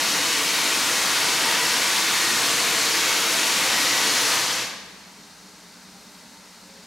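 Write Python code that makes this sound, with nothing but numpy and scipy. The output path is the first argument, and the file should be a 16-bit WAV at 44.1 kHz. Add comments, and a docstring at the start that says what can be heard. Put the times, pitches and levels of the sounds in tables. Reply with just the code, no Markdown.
"""A country platform among trees, with a steam locomotive some way off, its safety valve blowing.
The jet is noise roaring through the valve's resonances; it builds, surges, sinks and is cut off at the seat.
Trees and a fence scatter the sound as decaying noise echoes, so the roar dies away gradually.
What stays is the chimney's throbbing drone, the rush of the fire and a thin leak of steam ringing a pipe.
Near the end come a brief sizzle in the leak and a few faint, wavering tones from far off."""
import sys
import numpy as np
from scipy import signal
from scipy.fft import rfft, irfft
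from scipy.io import wavfile
from scipy.ndimage import uniform_filter1d, map_coordinates

SR = 44100
rng = np.random.default_rng(int(sys.argv[2]) if len(sys.argv) > 2 else 0)


def bounce(signal):
    """Save signal as a 16-bit WAV file at the path given by the first command-line argument."""
    frames = np.transpose(np.atleast_2d(signal))
    limited = np.clip(frames, -1, 1)
    pcm = np.round(limited * 32767).astype(np.int16)
    wavfile.write(sys.argv[1], SR, pcm)


N = 302558

# faint short tones from far off: (time [s], pitch [Hz], length [s], level [dB])
FAR_TONE_EVENTS = [(5.93, 798, .13, -59), (6.368, 905, 0.041, -55), (6.73, 546, .18, -57),
                   (6.773, 410, 0.092, -57)]
# colour of the fire's rush: (frequency [Hz], relative density [dB per Hz])
FIRE_COLOUR = [(25, -20), (50, 0.5), (110, -4.5), (160, -11), (240, -0.5), (350, -3), (500, -1.5),
               (700, -1), (850, 3), (1300, -1.5), (2000, -10), (5000, -36)]
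# resonances of the smokebox: (frequency [Hz], width [Hz], lift [dB])
SMOKEBOX_MODES = [(294.5, 15.2, 12), (414, 25, 9), (503, 20, 4.5), (615, 30, 5), (937, 60, 3),
                  (1362, 54, 6)]
# resonances of the chimney's drone: (frequency [Hz], width [Hz], relative level [dB])
CHIMNEY_MODES = [(185.5, 16.5, 6), (209, 44, 0), (250, 30, -8.5)]
# colour of the steam leak: (frequency [Hz], relative density [dB per Hz])
LEAK_HISS_COLOUR = [(300, -22), (1000, -3.5), (2000, 0.5), (3200, -1.5), (4500, 0.5), (6000, 1.14),
                    (7200, -1.6), (8400, -4.5), (9500, -5.5), (11000, -11), (13000, -11), (15700, -21)]
# resonances of the leaking pipe: (frequency [Hz], width [Hz], lift [dB])
PIPE_MODES = [(1600, 85, 5.5), (2015, 110, 4), (3780, 130, 4.5), (4240, 176, 6), (4780, 140, 4),
              (5270, 140, 2)]
# the leak's treble flares once, softly: (time [s], length [s], corner [Hz], level [dB])
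LEAK_FLARE = (6.12, 0.5, 8000, -61.5)
# colour of the jet: (frequency [Hz], relative density [dB per Hz])
JET_COLOUR = [(25, -50), (50, -23.5), (100, -14), (170, -7.5), (300, -6), (700, -5), (1100, -0.5),
              (2100, 1), (4300, -0.0857), (6600, -2), (8500, -7.5), (10000, -8), (13000, -15), (15700, -22)]
# resonances of the valve casing and the boiler top: (frequency [Hz], width [Hz], lift [dB])
CASING_MODES = [(129, 9.7, 3.5), (223, 9.7, 2), (287.2, 16.94, 9.5), (332.9, 18, 7), (457, 16.3, 8),
                (513.5, 24.2, 5), (659.4, 16, 5.5), (774, 8.6, 4.5), (908, 16.5, 8.5), (988, 16.4, 6.5),
                (1140, 5.7, 6), (1922.5, 41, 4.5), (2184, 37.4, 3), (2576, 17, 4), (4307, 380, 1.5),
                (7250, 46, 0.5), (12920, 800, 2.24)]
# faint singing of the valve lip, sinking and then rising: (time [s], pitch [Hz], lift [dB])
LIP_SONG = [(0, 10150, 1), (.45, 9680, 3), (1.25, 9540, 4.5), (2, 9400, 1.5), (3.7, 9520, 0),
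            (4.15, 10050, 3), (4.6, 10150, 1)]
# rumble and sizzle that a surge brings out: (frequency [Hz], width [Hz], lift [dB])
SURGE_LIFTS = [(115, 83, 4.5), (6040, 3000, 1.38)]
# how much left-right difference the microphone pair keeps: (frequency [Hz], gain [dB])
STEREO_WIDTH = [(60, -7), (150, -24.5), (400, -4.5), (1500, -8.5), (3000, -2.5), (6500, 0), (10000, -4),
                (13000, 2.5)]
# lean of the microphone pair: (frequency [Hz], left minus right [dB])
STEREO_LEAN = [(150, 0.26), (400, 0.7), (1700, 0), (2400, 0.75), (5000, 0.42), (6200, 2), (10200, 0.05),
               (13400, 4), (15500, 1.6)]

# steady levels of the leak, the fire and the chimney's drone
LEAK_DB, FIRE_DB, DRONE_DB = -49, -54, -54.5
# the drone throbs unevenly: random strengths a second, their spread
THROB_HZ, THROB_DB = 10, 1.6
# the jet's level once built up, how far below it begins, and the time constant of the build
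JET_DB, BUILD_DB, BUILD_S = -21.0, 1.43, 2.17
# the jet surges shortly before the valve closes: start and rise time
SURGE_S, SURGE_RISE_S = 3.66, 0.47
# the valve starts to sink and throttles the jet
SINK_S, SINK_DB_PER_S = 4.332, 18.5
# then it drops onto its seat; the roar dies, faster with each kHz
SEAT_S, SEAT_DB_PER_S, SEAT_DB_PER_S_PER_KHZ = 4.611, 71, 3.5
# the jet stands a touch to the left: left minus right
JET_PAN_DB = 0.63
# steep upper limit of the microphones
TOP_HZ = 15800


def undb(db):
    """Decibels to gain."""
    return 10 ** (np.asarray(db) / 20)


def level(x, db):
    """Scale to an rms level."""
    return x * undb(db) / np.sqrt(np.mean(x ** 2))


def curve(table, t):
    """Every column of a time table at the times t."""
    s, *columns = np.transpose(table)
    return [np.interp(t, s, column) for column in columns]


def colour(points, hz):
    """A spectrum in dB, joined on a log-frequency axis."""
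    f, db = np.transpose(points)
    return np.interp(np.log(hz + 1), np.log(f), db)


def bell(hz, centre, width):
    """Resonance curve: 1 at the centre, one half at the edges of its width."""
    return 1 / (1 + (2 * (hz - centre) / width) ** 2)


def widen(modes):
    """Stage widths that give a double resonance its half-power width."""
    return [(f, width / np.sqrt(np.sqrt(2) - 1), db) for f, width, db in modes]


def ringing(modes, hz):
    """The dB that a set of double resonances adds to the noise passing through them."""
    added_power = 0
    for f, width, lift_db in widen(modes):
        peak = undb(abs(lift_db)) ** 2 - 1
        added_power = added_power + peak * bell(hz, f, width) ** 2
    return 10 * np.log10(1 + added_power)


def noise(db):
    """Noise of rms 1 with the given dB for each frequency."""
    spectrum = rfft(rng.standard_normal(N))
    return level(irfft(spectrum * undb(db), N), 0)


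def eddies(shape, bins, frames):
    """Smooth random field over frequency and time, spread 1."""
    field = rng.standard_normal(shape)
    for axis, span in enumerate((bins, frames)):
        for _ in range(2):
            field = uniform_filter1d(field, span, axis=axis, mode="wrap")
    return field / field.std()


def throb(t, rate_hz):
    """Uneven swells through rate_hz random strengths a second, rms 1."""
    swells = rng.standard_normal(400)
    return level(map_coordinates(swells, [t * rate_hz], mode="mirror"), 0)


def trees(x, t60_s=1.896, treble_loss_hz=6500, wet_db=-14):
    """Trunks and station walls scatter the sound back; leaves swallow the treble first."""
    f, s, cells = signal.stft(rng.standard_normal(SR * 2), SR, nperseg=256)
    # t60_s holds in the bass; the decay is twice as fast at treble_loss_hz
    fade_db = -60 * s / t60_s * (1 + (f[:, None] / treble_loss_hz) ** 2)
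    echo = signal.istft(cells * undb(fade_db), SR)[1]
    echo = echo / np.sqrt(np.sum(echo ** 2))
    return signal.fftconvolve(x, echo)[:N] * undb(wet_db)


def fence(x, decay_s=0.042, slat_hz=3500, wet_db=-16):
    """The slats of the fence alongside throw back a quick spray of treble."""
    t = np.arange(SR // 10) / SR
    echo = rng.standard_normal(len(t)) * np.exp(-t / decay_s)
    echo = signal.sosfilt(signal.butter(1, slat_hz, "high", fs=SR, output="sos"), echo)
    echo = echo / np.sqrt(np.sum(echo ** 2))
    return signal.fftconvolve(x, echo)[:N] * undb(wet_db)


def far_tones(t, waver_hz=5):
    """Soft, slightly wavering sine tones that swell and fade."""
    out = 0
    for s, hz, length, db in FAR_TONE_EVENTS:
        pitch = hz + waver_hz * eddies((1, N), 1, 900)[0]
        tone = np.sin(2 * np.pi * np.cumsum(pitch) / SR)
        swell = np.exp(-(2 * (t - s) / length) ** 2)
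        out = out + level(tone, db) * swell
    return out


def draught(t, hz):
    """The fire rushes steadily in the smokebox while the chimney drones in uneven surges."""
    rush = noise(colour(FIRE_COLOUR, hz) + ringing(SMOKEBOX_MODES, hz))
    chimney_power = sum(undb(db) ** 2 * bell(hz, f, width) ** 2 for f, width, db in widen(CHIMNEY_MODES))
    drone = noise(10 * np.log10(chimney_power))
    # flatten the noise's own slow swells, so that the throb sets the strength
    drone = drone / np.sqrt(uniform_filter1d(drone ** 2, size=6000))
    drone_db = DRONE_DB + THROB_DB * throb(t, THROB_HZ)
    return rush * undb(FIRE_DB) + drone * undb(drone_db)


def leak(t, hz):
    """A thin, steady hiss of steam that rings a small pipe; for a moment it sizzles a little brighter."""
    hiss_db = colour(LEAK_HISS_COLOUR, hz) + ringing(PIPE_MODES, hz)
    s, length, corner_hz, flare_db = LEAK_FLARE
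    bass_cut_db = 10 * np.log10(1 + (corner_hz / (hz + 1)) ** 8)
    sizzle = noise(hiss_db - bass_cut_db)
    swell = np.exp(-(2 * (t - s) / length) ** 2)
    return noise(hiss_db) * undb(LEAK_DB) + sizzle * undb(flare_db) * swell


def valve_travel(t):
    """Seconds that the valve has spent sinking, and seconds since it dropped onto its seat."""
    sinking = np.maximum(np.minimum(t, SEAT_S) - SINK_S, 0)
    seated = np.maximum(t - SEAT_S, 0)
    return sinking, seated


def safety_valve(hz, thinning_db_per_s=1.0, middle_hz=2000, lip_width_hz=240, wander_db=1.11, flutter_db=0.37):
    """Turbulent jet through the casing; it builds, surges, thins as the valve sinks and dies treble first."""
    roar = noise(colour(JET_COLOUR, hz) + ringing(CASING_MODES, hz))
    f, s, cells = signal.stft(roar, SR, nperseg=2048)
    f = f[:, None]
    db = JET_DB - BUILD_DB * np.exp(-s / BUILD_S)
    lip_hz, lip_db = curve(LIP_SONG, s)
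    db = db + lip_db * bell(f, lip_hz, lip_width_hz)
    surge = np.clip((s - SURGE_S) / SURGE_RISE_S, 0, 1)
    db = db + surge * sum(lift_db * bell(f, centre, width) for centre, width, lift_db in SURGE_LIFTS)
    # a narrowing gap loses its rumble and its sizzle before the middle of its range
    sinking, seated = valve_travel(s)
    octaves = np.log2((f + 400) / middle_hz)
    db = db - sinking * (SINK_DB_PER_S + thinning_db_per_s * octaves ** 2)
    khz = f / 1000
    db = db - seated * (SEAT_DB_PER_S + SEAT_DB_PER_S_PER_KHZ * khz)
    # paths through the hot plume interfere: narrow bands wander slowly, broad ones flutter
    db = db + wander_db * eddies(cells.shape, 3, 12)
    db = db + flutter_db * eddies(cells.shape, 100, 3)
    return signal.istft(cells * undb(db), SR)[1][:N]


def scene(leak_scatter_db=3.0):
    """The engine lies almost straight ahead; the scatter from trees and fence differs from ear to ear."""
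    t = np.arange(N) / SR
    hz = np.arange(N // 2 + 1) * SR / N
    jet = safety_valve(hz)
    simmer = leak(t, hz) + draught(t, hz)
    pan = undb(np.array([[1], [-1]]) * JET_PAN_DB / 2)
    # the simmering sits low and half hidden, so more of it arrives by reflection
    scattered = jet + simmer * undb(leak_scatter_db)
    reflections = np.array([trees(scattered) + fence(scattered) for ear in range(2)])
    return jet * pan + simmer + far_tones(t) + reflections


def record(dry):
    """Two close microphone ports hear much the same bass; the left is brighter; the top is cut steeply."""
    hz = np.arange(N // 2 + 1) * SR / N
    left, right = rfft(dry)
    sides = np.array([[1], [-1]])
    middle = (left + right) / 2
    difference = (left - right) / 2 * undb(colour(STEREO_WIDTH, hz))
    pair = middle + sides * difference
    lean = undb(sides * colour(STEREO_LEAN, hz) / 2)
    top = 1 / np.sqrt(1 + (hz / TOP_HZ) ** 600)
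    return irfft(pair * lean * top, N)


dry = scene()
out = record(dry)
bounce(out)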